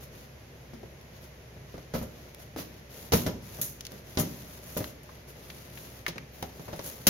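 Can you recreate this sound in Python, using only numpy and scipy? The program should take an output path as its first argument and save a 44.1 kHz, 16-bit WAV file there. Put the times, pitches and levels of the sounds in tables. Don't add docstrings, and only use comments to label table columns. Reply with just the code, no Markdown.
import sys
import numpy as np
from scipy import signal
from scipy.fft import rfft, irfft, next_fast_len
from scipy.io import wavfile
from scipy.ndimage import uniform_filter1d

SR = 44100
rng = np.random.default_rng(int(sys.argv[2]) if len(sys.argv) > 2 else 0)


def log_audio(samples):
    frames = np.atleast_2d(samples).T
    limited = np.clip(frames, -1, 1)
    pcm = np.round(limited * 32767).astype(np.int16)
    wavfile.write(sys.argv[1], SR, pcm)


N = 312669

# frequency in Hz, level in dB against the blow, t60 in seconds.
TIN_MODES = [(68, -15, .35), (97, -11, .3), (128, -12, .3), (161, -9, .4), (264, -13, .35), (313, -19, .4),
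             (398, -13, .25), (463, -10, .25), (535, -10, .25), (612, -11, .22), (793, -18, .22),
             (978, -14, .22), (1303, -18, .2), (1455, -17, .2), (2100, -16, .2), (2810, -16, .25),
             (3160, -16, .22), (3870, -17, .2), (4390, -16, .18), (5010, -16, .2), (5479, -12, .22),
             (6590, -15, .22), (9854, -13, .16), (11845, -9, .25), (11885, -14, .32), (13610, -13, .18),
             (14250, -10, .2)]
# frequency in Hz, relative level in dB.
THUD_SPECTRUM = [(25, -42), (55, -2.5), (100, 1.5), (190, 0), (320, -4), (450, -4), (600, -2.5), (780, -11),
                 (1200, -14.5), (2500, -24.5), (8000, -68)]
FIZZ_SPECTRUM = [(1000, -32), (5000, -10.5), (7000, 0.5), (9500, -6), (11400, 3), (12600, -2), (13800, 1),
                 (15500, -5.5)]
RASP_SPECTRUM = [(200, -8), (700, 0), (2000, 3), (4000, 2.5), (6300, 1.5), (10000, -30), (16000, -20)]
# frequency in Hz, correlation from -1 to 1.
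COHERENCE = [(100, 0.97), (220, 0.96), (500, 0.48), (1000, 0), (2500, 0.0017), (12000, 0)]


def gain_of(db):
    return 10 ** (np.asarray(db) / 20)


def unit_rms(x):
    return x / np.sqrt(np.mean(x ** 2) + 1e-20)


def read(points, hz):
    f, value = np.transpose(points)
    return np.interp(np.log(hz + 1), np.log(f + 1), value)


def add(mix, start, sound):
    part = mix[:, round(start * SR):][:, :sound.shape[1]]
    part += sound[:, :part.shape[1]]


def noise(colour, size):
    length = next_fast_len(size)
    hz = np.fft.rfftfreq(length, 1 / SR)
    a, b = rfft(rng.standard_normal((2, length)))
    coherence = read(COHERENCE, hz)
    mid, side = a * np.sqrt(1 + coherence), b * np.sqrt(1 - coherence)
    spectrum = np.array([mid + side, mid - side]) * gain_of(colour(hz))
    return unit_rms(irfft(spectrum, length)[:, :size])


def shaped(points, size):
    return noise(lambda hz: read(points, hz), size)


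def wander(size, span):
    return unit_rms(uniform_filter1d(rng.standard_normal(size), span))


def grain(size, depth_db, span):
    return unit_rms(gain_of(depth_db * wander(size, span)))


def damped(x, decays, stretch, rise_cycles=.3):
    size = x.shape[1]
    t, hz, spectrum = np.arange(size) / SR, np.fft.rfftfreq(size, 1 / SR), rfft(x)
    centres, out = np.transpose(decays)[0], 0
    for (centre, t60), pick in zip(decays, np.eye(len(decays))):
        band = irfft(spectrum * read(np.transpose([centres, pick]), hz), size)
        onset = 1 - np.exp(-t * centre / rise_cycles)
        out = out + band * onset * gain_of(-60 * t / (t60 * stretch))
    return out


def hum(noise_db=-52, waver_hz=3):
    # frequency in Hz, relative level in dB.
    floor_spectrum = [(25, -21), (55, -10.5), (120, 1.5), (200, -7.5), (290, -13), (420, -8.5), (600, -10),
                      (720, -14.5), (1250, -21), (2000, -17.5), (4000, -26), (6600, -25.5), (9000, -37),
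                      (11500, -27), (15500, -38)]
    # frequency in Hz, level in dB.
    hum_tones = [(64, -58.5), (135, -61.5), (240, -71.5), (360, -72), (490, -78.5), (605, -76.5)]
    out = gain_of(noise_db) * shaped(floor_spectrum, N)
    for hz, db in hum_tones:
        pitch = hz + waver_hz * wander(N, span=3000)
        out += np.sqrt(2) * gain_of(db) * np.sin(2 * np.pi * np.cumsum(pitch) / SR)
    return out


def arch(length):
    return np.sin(np.pi * np.linspace(0, 1, round(length * SR), endpoint=False))


def stroke_levels(easy_db=-55, rasp_db=-57, rasp_growth=0.5, settle_t60=0.22):
    # start in seconds, length in seconds, relative level at full speed in dB.
    hand_strokes = [(0.0, 0.038, -51), (.11, 0.14, -58.5), (1.12, .06, -63), (1.207, 0.043, -55.5),
                    (1.66, 0.18, -65), (2.097, 0.21, -62.5), (2.378, 0.052, -54), (2.673, 0.13, -64),
                    (2.888, 0.2, -50.5), (3.407, 0.14, -53.5), (3.507, 0.097, -49), (3.888, 0.11, -57),
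                    (4.037, 0.2, -55), (4.285, 0.18, -53.5), (4.455, .14, -52), (4.613, 0.29, -48.5),
                    (5.028, .18, -63.5), (5.27, 0.035, -51.5), (5.33, 0.4, -56), (5.72, 0.15, -50.5),
                    (5.857, 0.15, -55), (6.313, .19, -56.5), (6.502, 0.23, -56.5), (6.705, .37, -51),
                    (6.83, 0.059, -39.5)]
    power = np.zeros((2, N))
    for start, length, db in hand_strokes:
        fizz = gain_of(db) * arch(length) ** 0.32
        rasp = gain_of(rasp_db) * (fizz / gain_of(easy_db)) ** rasp_growth
        add(power, start, np.array([fizz, rasp]) ** 2)
    pole = np.exp(-2 * np.log(1000) / (settle_t60 * SR))
    return np.sqrt(signal.lfilter([1 - pole], [1, -pole], power))


def rubbing(fizz_db=0.5, rasp_db=-1, left_db=1):
    fizz_level, rasp_level = stroke_levels()
    fizz = gain_of(fizz_db) * fizz_level * shaped(FIZZ_SPECTRUM, N)
    rasp = gain_of(rasp_db) * rasp_level * shaped(RASP_SPECTRUM, N)
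    return (fizz + rasp) * grain(N, depth_db=2, span=120) * gain_of([[left_db], [-left_db]])


def bench_rumble(level_db=1.5):
    _, rasp_level = stroke_levels()
    return gain_of(level_db) * rasp_level * shaped(THUD_SPECTRUM, N)


def clicks(skirt_db=30, left_db=1):
    # start in seconds, level in dB, centre in Hz, width in octaves, t60 in seconds.
    contacts = [(0.735, -39, 217, 0.19, 0.15), (0.832, -44, 412, 0.18, 0.059),
                (1.013, -46.5, 4500, 2.5, 0.014), (2.347, -35, 11000, 4.5, 0.0089),
                (2.563, -35.5, 292, 0.31, 0.18), (3.6149, -20.5, 12300, 0.52, 0.021),
                (3.808, -34.5, 4700, 0.9, 0.023), (3.851, -37, 4700, 0.8, 0.036),
                (3.867, -33, 4470, 0.8, 0.021), (3.919, -39, 9000, 1.4, .02),
                (4.842, -32.5, 1680, 1.1, 0.025), (5.033, -50, 10000, 1, 0.056),
                (5.091, -46.5, 1080, 0.26, 0.069), (5.501, -38.5, 2520, 0.62, 0.043),
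                (5.774, -43, 2300, 0.4, 0.055), (6.0646, -23.5, 2060, 0.17, 0.022),
                (6.0666, -31, 1490, 0.59, 0.048), (6.0802, -34, 3250, 3.5, 0.086),
                (6.181, -31.5, 2010, 0.39, 0.024), (6.426, -32, 4040, 1.1, 0.026),
                (6.427, -34.5, 750, 0.23, 0.1), (6.681, -43.5, 700, 0.74, 0.13),
                (6.729, -40, 680, 0.38, 0.14), (6.792, -40.5, 895, 0.52, 0.08)]
    out, t = np.zeros((2, N)), np.arange(2 ** 12) / SR
    for start, db, centre, width, t60 in contacts:
        def resonance(hz):
            detuning = np.log2((hz + 1) / centre) / width
            return -skirt_db / 2 * np.log10(1 + detuning ** 2)
        add(out, start, gain_of(db - 60 * t / t60) * noise(resonance, len(t)))
    return out * gain_of([[left_db], [-left_db]])


def mode_waves(t, rim_rise_s=0.0078, body_rise_s=.001):
    hz, _, t60 = np.transpose(TIN_MODES)
    rise = np.where(hz > 8000, rim_rise_s, body_rise_s)
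    onset = np.minimum(t / rise[:, None], 1)
    return onset * np.exp(np.outer(2j * np.pi * hz - np.log(1000) / t60, t))


def tin_ring(waves, thud_db, crack_db, heavy_db=-23, spread_db=0.5):
    hz, db, _ = np.transpose(TIN_MODES)
    scatter, apart, phase = rng.standard_normal((3, len(hz)))
    drive_db = thud_db + np.clip(np.log2(hz / 700), 0, 1) * (crack_db - thud_db)
    muted_db = 1.8 * np.clip(np.log2(hz / 5000), 0, 1) * min(thud_db - heavy_db, 0)
    level = gain_of(db + drive_db + muted_db + spread_db * scatter)
    offset = apart * np.arccos(read(COHERENCE, hz)) / 2
    weights = level * np.exp(1j * (np.pi * phase + np.array([offset, -offset])))
    return np.sqrt(2) * (weights @ waves).real


def knocks(push_db=4, push_s=.001, snap_db=3.5, snap_s=.006, ripple_db=3.5, grip_db_per_s=200):
    # start in seconds, relative levels of thud and crack in dB, factor on the ring time.
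    blows = [(0.737, -50.5, -59, 0.66), (.833, -45.5, -75, 0.55), (1.565, -48.5, -65, 0.37),
             (1.741, -41, -60, 0.65), (1.779, -42.5, -54, 0.41), (1.938, -31.5, -42.5, 0.77),
             (1.951, -29, -57, 0.7), (2.014, -36.5, -63, 1), (2.561, -39.5, -70, 0.74),
             (2.586, -39, -54, 0.96), (3.121, -22, -28.5, 1.08), (3.134, -19, -26.5, 0.47),
             (3.2633, -27.5, -36.5, 0.95), (3.586, -42.5, -78, 1.65), (3.918, -43.5, -62, 0.89),
             (4.173, -26.5, -31.5, 0.94), (4.189, -29, -47, 0.99), (4.766, -30, -47, 0.66),
             (4.804, -32, -51, 0.57), (6.082, -36.5, -36.5, 0.52), (6.158, -42.5, -54, 0.91),
             (6.426, -36.5, -43, 0.63), (6.595, -44, -57, 0.65), (6.681, -43, -69, 1.1),
             (6.731, -41, -49, 0.84), (6.792, -39, -44, 0.5), (7.0683, -22, -22.5, 1.1),
             (7.0757, -39, -25.5, 0.91)]
    # frequency in Hz, relative level in dB.
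    crack_spectrum = [(200, -4), (600, -10), (1300, -12.5), (2200, -4.5), (4000, -2.5), (6300, -0.5),
                      (10000, -8), (16000, -32)]
    # frequency in Hz, t60 in seconds before that factor.
    panel_decay = [(60, 0.28), (200, 0.49), (550, 0.17), (1500, 0.24), (4000, 0.22), (12000, 0.065)]
    out, t = np.zeros((2, N)), np.arange(2 ** 14) / SR
    u = t / push_s
    push = -u * (2 - u) * np.exp(-u) * 2 * gain_of(push_db)
    snap, waves = gain_of(snap_db * np.exp(-t / snap_s)), mode_waves(t)
    grid = np.linspace(0, SR / 2, 2 ** 9)
    ripple = ripple_db * rng.standard_normal(len(grid))
    for start, thud_db, crack_db, stretch in blows:
        thud = gain_of(thud_db) * shaped(THUD_SPECTRUM, len(t))
        sheet = noise(lambda hz: read(crack_spectrum, hz) + np.interp(hz, grid, ripple), len(t))
        crack = gain_of(crack_db - 1) * snap * sheet
        grip_loss_db = grip_db_per_s * max(1 / stretch - 1, 0) * t
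        modes = tin_ring(waves, thud_db, crack_db) * gain_of(-2.5 - grip_loss_db)
        add(out, start, gain_of(thud_db) * push + damped(thud + crack, panel_decay, stretch) + modes)
    return out


def rim_response(t):
    hz, db, _ = np.transpose(TIN_MODES)
    ring = ((gain_of(db) * (hz > 8000)) @ mode_waves(t)).real
    return ring[None] / np.linalg.norm(ring)


def scuffs(ring_db=-10):
    # start in seconds, fizz level in dB, rise and t60 in seconds,
    # rasp level against the fizz in dB, left minus right level of the fizz in dB.
    skids = [(1.934, -42.5, 0.013, 0.36, -1.5, -1), (2.020, -47.5, .008, 0.14, -10, -2),
             (2.565, -42.5, 0.026, 0.26, -0.5, 0), (3.121, -26.5, 0.011, 0.35, -7, 1.5),
             (3.262, -37, 0.0077, 0.095, -6, 0), (3.612, -28.5, 0.0041, 0.31, -17.5, -0.5),
             (4.178, -27.5, 0.024, 0.11, -12, 6.5), (4.214, -45, .010, 0.65, -5, 2),
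             (4.767, -32, 0.0074, 0.13, -10.5, 2), (4.781, -52.5, 0.016, 0.38, -0.5, -3),
             (7.069, -14, 0.0011, 0.1, -19, 4)]
    out, t = np.zeros((2, N)), np.arange(2 ** 14) / SR
    rim = rim_response(t)
    for start, db, rise, t60, rasp_db, left_db in skids:
        slide = np.minimum(t / rise, 1) * gain_of(db - 60 * np.maximum(t - rise, 0) / t60)
        fizz = shaped(FIZZ_SPECTRUM, len(t)) * gain_of([[left_db / 2], [-left_db / 2]])
        rasp = gain_of(rasp_db) * shaped(RASP_SPECTRUM, len(t))
        add(out, start, slide * (fizz + rasp) * grain(len(t), depth_db=1.5, span=90))
        add(out, start, gain_of(rasp_db + ring_db) * signal.fftconvolve(slide * fizz, rim, axes=1))
    return out


def squeaks(waver=0.0056, flutter_db=5, fade_s=0.0073):
    # start and length in seconds, pitch at the ends in Hz, rise midway in Hz, level in dB.
    slips = [(5.392, 0.27, 8900, 580, -69), (5.64, .42, 8700, 1400, -72), (6.32, .15, 14000, 1590, -63)]
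    out = np.zeros((2, N))
    for start, length, hz, lift_hz, db in slips:
        pressure = arch(length)
        t = np.arange(len(pressure)) / SR
        pitch = (hz + lift_hz * pressure) * (1 + waver * wander(len(t), span=100))
        fade = np.minimum(np.minimum(t, t[::-1]) / fade_s, 1)
        level = gain_of(db) * fade * grain(len(t), flutter_db, span=500)
        add(out, start, np.sqrt(2) * level * np.sin(2 * np.pi * np.cumsum(pitch) / SR)[None])
    return out


def reverberation(x):
    # frequency in Hz, t60 in seconds before scaling by stretch.
    room_decay = [(100, 0.92), (500, 0.75), (2000, 0.55), (6000, 0.69), (14000, 0.19)]
    white = noise(np.zeros_like, 2 ** 15)
    tail = damped(white, room_decay, stretch=0.81, rise_cycles=10)
    return signal.fftconvolve(x, tail / np.linalg.norm(tail[0]), axes=1)[:, :N]


def scene(wet_db=-12):
    contacts = knocks() + scuffs() + clicks() + bench_rumble() + squeaks()
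    echo = gain_of(wet_db) * reverberation(contacts.mean(0, keepdims=True))
    return contacts + echo + rubbing() + hum()


def record(dry):
    # frequency in Hz, gain in dB.
    port_response = [(6800, 1.5), (7300, -9.5), (7800, -12), (8500, -8.5), (9400, -1), (10200, 1.5)]
    hz = np.linspace(0, SR / 2, 513)
    port = signal.firwin2(511, hz, gain_of(read(port_response, hz)), fs=SR)
    band_limit = signal.firwin(401, cutoff=15850, window=("kaiser", 9), fs=SR)
    return signal.oaconvolve(dry, np.convolve(port, band_limit)[None], "same", axes=1)


dry = scene()
out = record(dry)
log_audio(out)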